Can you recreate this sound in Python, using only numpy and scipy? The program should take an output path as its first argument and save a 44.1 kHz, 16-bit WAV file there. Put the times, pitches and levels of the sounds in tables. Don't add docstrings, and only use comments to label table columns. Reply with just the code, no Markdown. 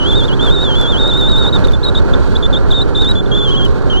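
import sys
import numpy as np
from scipy import signal
from scipy.fft import rfft, irfft
from scipy.io import wavfile
from scipy.ndimage import uniform_filter1d

SR = 44100
rng = np.random.default_rng(int(sys.argv[2]) if len(sys.argv) > 2 else 0)


def transcribe(signal):
    frames = np.atleast_2d(signal).T
    limited = np.clip(frames, -1, 1)
    pcm = np.round(limited * 32767).astype(np.int16)
    wavfile.write(sys.argv[1], SR, pcm)


N = 176400
TIME, FREQ = np.arange(N) / SR, np.maximum(np.arange(N // 2 + 1) * SR / N, 1)
ROAD_LAG_S = 0.00043


def from_db(db):
    return 10 ** (np.asarray(db) / 20)


def in_time(rows):
    return np.interp(TIME, *np.transpose(rows))


def over_hz(rows):
    hz, *columns = np.transpose(rows)
    return np.array([np.interp(np.log(FREQ), np.log(hz), column) for column in columns])


def swells(rows, width_s):
    return sum(db * np.exp(-((TIME - s) / width_s) ** 2) for s, db in rows)


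def drift(rate_hz):
    slow = irfft(rfft(rng.standard_normal(N)) / (1 + (FREQ / rate_hz) ** 2), N)
    return (slow - slow.mean()) / slow.std()


# frequency in Hz, level in dB before the load changes, and after.
ENGINE_HUMS = [(65.26, -20.5, -24), (128.4, -23, -20), (410, -36, -24.5), (768, -51, -37.5)]


def engine(load_change_s=2.77, fade_s=0.17, whine_start_s=3.3, whine_hz=1101, sag_hz_per_s=62):
    running_s = np.cumsum(1 + 0.00892 * drift(5.46)) / SR
    changed = np.clip((TIME - load_change_s) / fade_s + .5, 0, 1)
    hum = np.zeros(N)
    for hz, before_db, after_db in ENGINE_HUMS:
        level_db = before_db + (after_db - before_db) * changed + 3.5 * drift(11)
        hum += from_db(level_db) * np.sin(2 * np.pi * hz * running_s)
    whine_s = np.maximum(running_s - whine_start_s, 0)
    whine_cycles = whine_hz * whine_s - sag_hz_per_s * whine_s ** 2 / 2
    hum += from_db(-32) * np.minimum(whine_s / fade_s, 1) * np.sin(2 * np.pi * whine_cycles)
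    left = -from_db(-5.5) * np.interp(TIME - ROAD_LAG_S, TIME, hum)
    return np.array([left, hum])


# start in seconds, relative level in dB.
TICK_ONSETS = [(0.186, -49), (0.2528, -43), (0.3181, -45), (0.4492, -43), (0.4875, -42), (0.8131, -34.5),
               (1.078, -40.5), (1.1741, -41), (1.212, -36.5), (1.3653, -40.5), (1.5633, -46), (1.6721, -39),
               (1.721, -39.5), (2.7148, -40), (2.975, -42), (3.0125, -43), (3.0463, -39), (3.0897, -37.5),
               (3.6513, -37)]


def ticks(gain_db=23, decay_s=0.0011, pan_db=3.5):
    envelope = sum(from_db(db + gain_db) * (TIME >= s) * np.exp(-np.abs(TIME - s) / decay_s)
                   for s, db in TICK_ONSETS)
    bursts = envelope * rng.standard_normal((2, N))
    lowpass = signal.butter(1, 2500, fs=SR, output="sos")
    return signal.sosfilt(lowpass, bursts + 1e-18) * from_db([[-pan_db], [pan_db]])


# frequency in Hz, left and right density in dB per Hz.
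ROAD_DENSITY = [(20, -28.5, -29), (45, -34.5, -30.5), (92, -36.5, -34), (151, -42, -39), (295, -46, -43.5),
                (387, -47, -42.5), (546, -50, -46), (674, -61.5, -54.5), (796, -58, -54.5),
                (1070, -60, -55), (1210, -60.5, -58), (1460, -59.5, -54), (1637, -63.5, -57.5),
                (1806, -71, -63.5), (2020, -74.5, -70.5), (2400, -72, -69.5), (2870, -80, -76),
                (3120, -78.5, -73.5), (4440, -80, -70), (5230, -84.5, -84.5), (6600, -84.5, -84),
                (7750, -88.5, -90.5), (8950, -92, -90), (9700, -99.5, -96.5), (14500, -104, -102)]
# centre in Hz, width in Hz, lift in dB.
CAVITY_MODES = [(394, 28, 3), (885, 20, 6.5), (1397, 60, 4.5)]
# frequency in Hz, shared fraction of the power.
PORT_COHERENCE = [(30, 0.96), (350, 0.95), (560, 0.89), (900, 0.92), (1500, 0.96), (2000, 0.82),
                  (2600, 0.99), (4500, 0.48), (8000, 0)]


def road_spectrum():
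    share = np.clip(over_hz(PORT_COHERENCE)[0], 0, 1)
    ports = np.array([-np.exp(-2j * np.pi * FREQ * ROAD_LAG_S), np.ones(len(FREQ))])
    common = np.sqrt(share) * ports * rfft(rng.standard_normal(N))
    separate = np.sqrt(1 - share) * rfft(rng.standard_normal((2, N)))
    lift_db = sum(db / (1 + (2 * (FREQ - hz) / width) ** 2) for hz, width, db in CAVITY_MODES)
    colour = from_db(over_hz(ROAD_DENSITY) + lift_db) * np.sqrt(SR / 2)
    highpass = FREQ / np.hypot(FREQ, 10)
    return (common + separate) * colour * highpass


# time in seconds, gain in dB.
ROAR_TREND = [(0, 0.4), (.8, 1.66), (1.85, 1.1), (2.5, 1), (3.1, -1.15), (4, -1.1)]
# centre in seconds, gain in dB.
GUSTS_AND_LULLS = [(.14, 1.5), (.46, 3), (1.615, 2.5), (1.785, -4), (2.15, 2.5), (3.21, -2)]
# centre in seconds, gain in dB.
DEEP_JOLTS = [(1.37, 4.5), (1.715, 6), (2.005, 4.5), (2.71, 5), (3.02, 3), (3.71, 3.5)]


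def wind_and_road(jolt_top_hz=170, roar_low_hz=470, hiss_low_hz=2230):
    spectrum = road_spectrum()
    deep, below_roar, below_hiss = (1 / (1 + (FREQ / hz) ** 8)
                                    for hz in (jolt_top_hz, roar_low_hz, hiss_low_hz))
    gust_db = swells(GUSTS_AND_LULLS, width_s=0.052)
    roar_db = in_time(ROAR_TREND) + gust_db
    jolted = irfft(spectrum * deep, N) * from_db(swells(DEEP_JOLTS, width_s=0.036))
    upper_rumble = irfft(spectrum * (below_roar - deep), N)
    rumble = (jolted + upper_rumble) * from_db(gust_db + 0.73 * drift(23))
    roar = irfft(spectrum * (below_hiss - below_roar), N) * from_db(roar_db - 1.65 + drift(14))
    hiss = irfft(spectrum * (1 - below_hiss), N) * from_db(roar_db - 0.5 + 2.05 * drift(27))
    return rumble + roar + hiss


def rasp(grains_per_s=140, relative_db=-42.5):
    impulses = (rng.random((2, N)) < grains_per_s / SR) * rng.standard_normal((2, N))
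    band = signal.butter(1, [3500, 6200], "band", fs=SR, output="sos")
    grains = signal.sosfilt(band, impulses + 1e-18)
    return from_db(relative_db) * grains / grains.std()


# time in seconds, pitch in Hz.
EDGE_TONE_PITCH = [(0.0, 3050), (0.036, 2980), (0.108, 3560), (0.126, 3300), (0.166, 3734), (0.198, 3570),
                   (0.223, 3295), (0.257, 3690), (0.285, 3440), (0.299, 2950), (0.321, 2940), (0.347, 3510),
                   (0.389, 3087), (0.423, 3530), (0.447, 3660), (0.473, 3430), (0.493, 3170), (0.501, 3490),
                   (0.547, 3800), (0.569, 3610), (0.627, 3760), (0.71, 3170), (0.746, 3060), (0.756, 3330),
                   (0.803, 3550), (0.864, 3300), (0.902, 3690), (0.956, 3000), (0.976, 3225), (0.994, 3746),
                   (1.054, 3630), (1.096, 3800), (1.121, 3450), (1.139, 3660), (1.161, 3630), (1.187, 3805),
                   (1.227, 3574), (1.273, 3610), (1.293, 3817), (1.369, 3580), (1.381, 3824), (1.459, 3576),
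                   (1.497, 3840), (1.539, 3810), (1.558, 3750), (1.574, 3540), (1.682, 3760), (1.692, 3510),
                   (1.732, 3690), (1.742, 3504), (1.833, 3730), (1.846, 4350), (1.852, 3890), (1.872, 3777),
                   (1.95, 3914), (1.956, 3565), (1.978, 3716), (2.135, 3544), (2.354, 3410), (2.367, 3650),
                   (2.373, 4000), (2.44, 3510), (2.542, 3620), (2.551, 3260), (2.558, 3600), (2.716, 3780),
                   (2.731, 3250), (2.736, 3570), (2.75, 3740), (2.768, 3630), (2.814, 3614), (2.818, 4045),
                   (2.832, 3760), (2.947, 3690), (2.987, 3570), (3.019, 3870), (3.027, 3680), (3.061, 3500),
                   (3.073, 3670), (3.111, 3900), (3.159, 3430), (3.263, 3510), (3.324, 3220), (3.362, 3500),
                   (3.368, 3300), (3.386, 3615), (3.41, 3370), (3.444, 3510), (3.462, 3210), (3.504, 3045),
                   (3.518, 3335), (3.554, 3050), (3.578, 3297), (3.63, 3140), (3.64, 3320), (3.662, 3040),
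                   (3.921, 3135), (3.945, 2884), (3.999, 3250)]
# start and end in seconds, relative level in dB.
EDGE_TONE_SPELLS = [(-.02, 0.057, -2.5), (0.058, 0.21, 0.5), (0.212, 0.258, -3), (0.281, 0.346, -6),
                    (0.393, 0.998, -1.5), (0.997, 1.495, 0.5), (1.526, 1.571, 0.5), (1.641, 1.659, -4),
                    (1.683, 1.69, -4), (1.733, 1.756, -4.5), (1.831, 1.898, -1), (1.950, 1.991, -0.5),
                    (2.136, 2.144, 0.5), (2.354, 2.37, -1.5), (2.427, 2.465, -0.5), (2.529, 2.579, 0),
                    (2.706, 2.832, 0.5), (2.95, 3.123, 0.5), (3.152, 3.209, -4.5), (3.260, 3.264, -6.5),
                    (3.315, 3.473, -1), (3.473, 3.668, -2), (3.899, 4.02, -1.5)]


def whistle(tone_db=-15.5, full_speed_hz=3620, attack_s=0.0036, release_s=0.0094, settle_s=0.05):
    held = np.zeros(N)
    for start, end, db in EDGE_TONE_SPELLS:
        attack = np.clip((TIME - start) / attack_s + .5, 0, 1)
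        release = np.clip((end - TIME) / release_s + .5, 0, 1)
        held += from_db(db) * attack * release
    pole = np.exp(-1 / (settle_s * SR))
    settled = signal.lfilter([1 - pole], [1, -pole], np.sign(held))
    pitch = in_time(EDGE_TONE_PITCH)
    overblown = np.minimum(pitch / full_speed_hz, 1) ** 10
    unsteady = overblown * (1 - settled)
    waver_hz, shake_db = 32.2 + 65 * unsteady, 0.8 + 0.5 * unsteady
    hz = pitch + waver_hz * drift(135)
    level_db = tone_db + shake_db * drift(84)
    envelope = uniform_filter1d(held, size=90) * from_db(level_db)
    lead_s = [0.0005484, 0]
    left_phase, right_phase = 2 * np.pi * (np.cumsum(hz) / SR + np.outer(lead_s, hz))
    octave = from_db(-26) * np.sin(2 * left_phase)
    tone = np.array([np.sin(left_phase) + octave, np.sin(right_phase)])
    return envelope * (tone + rasp())


def scene():
    return whistle() + wind_and_road() + engine() + ticks()


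def record(dry, overload=1.0, cutoff_hz=15700):
    lowpass = signal.ellip(10, .1, 70, cutoff_hz, fs=SR, output="sos")
    return signal.sosfilt(lowpass, np.clip(dry, -overload, overload))


dry = scene()
out = record(dry)
transcribe(out)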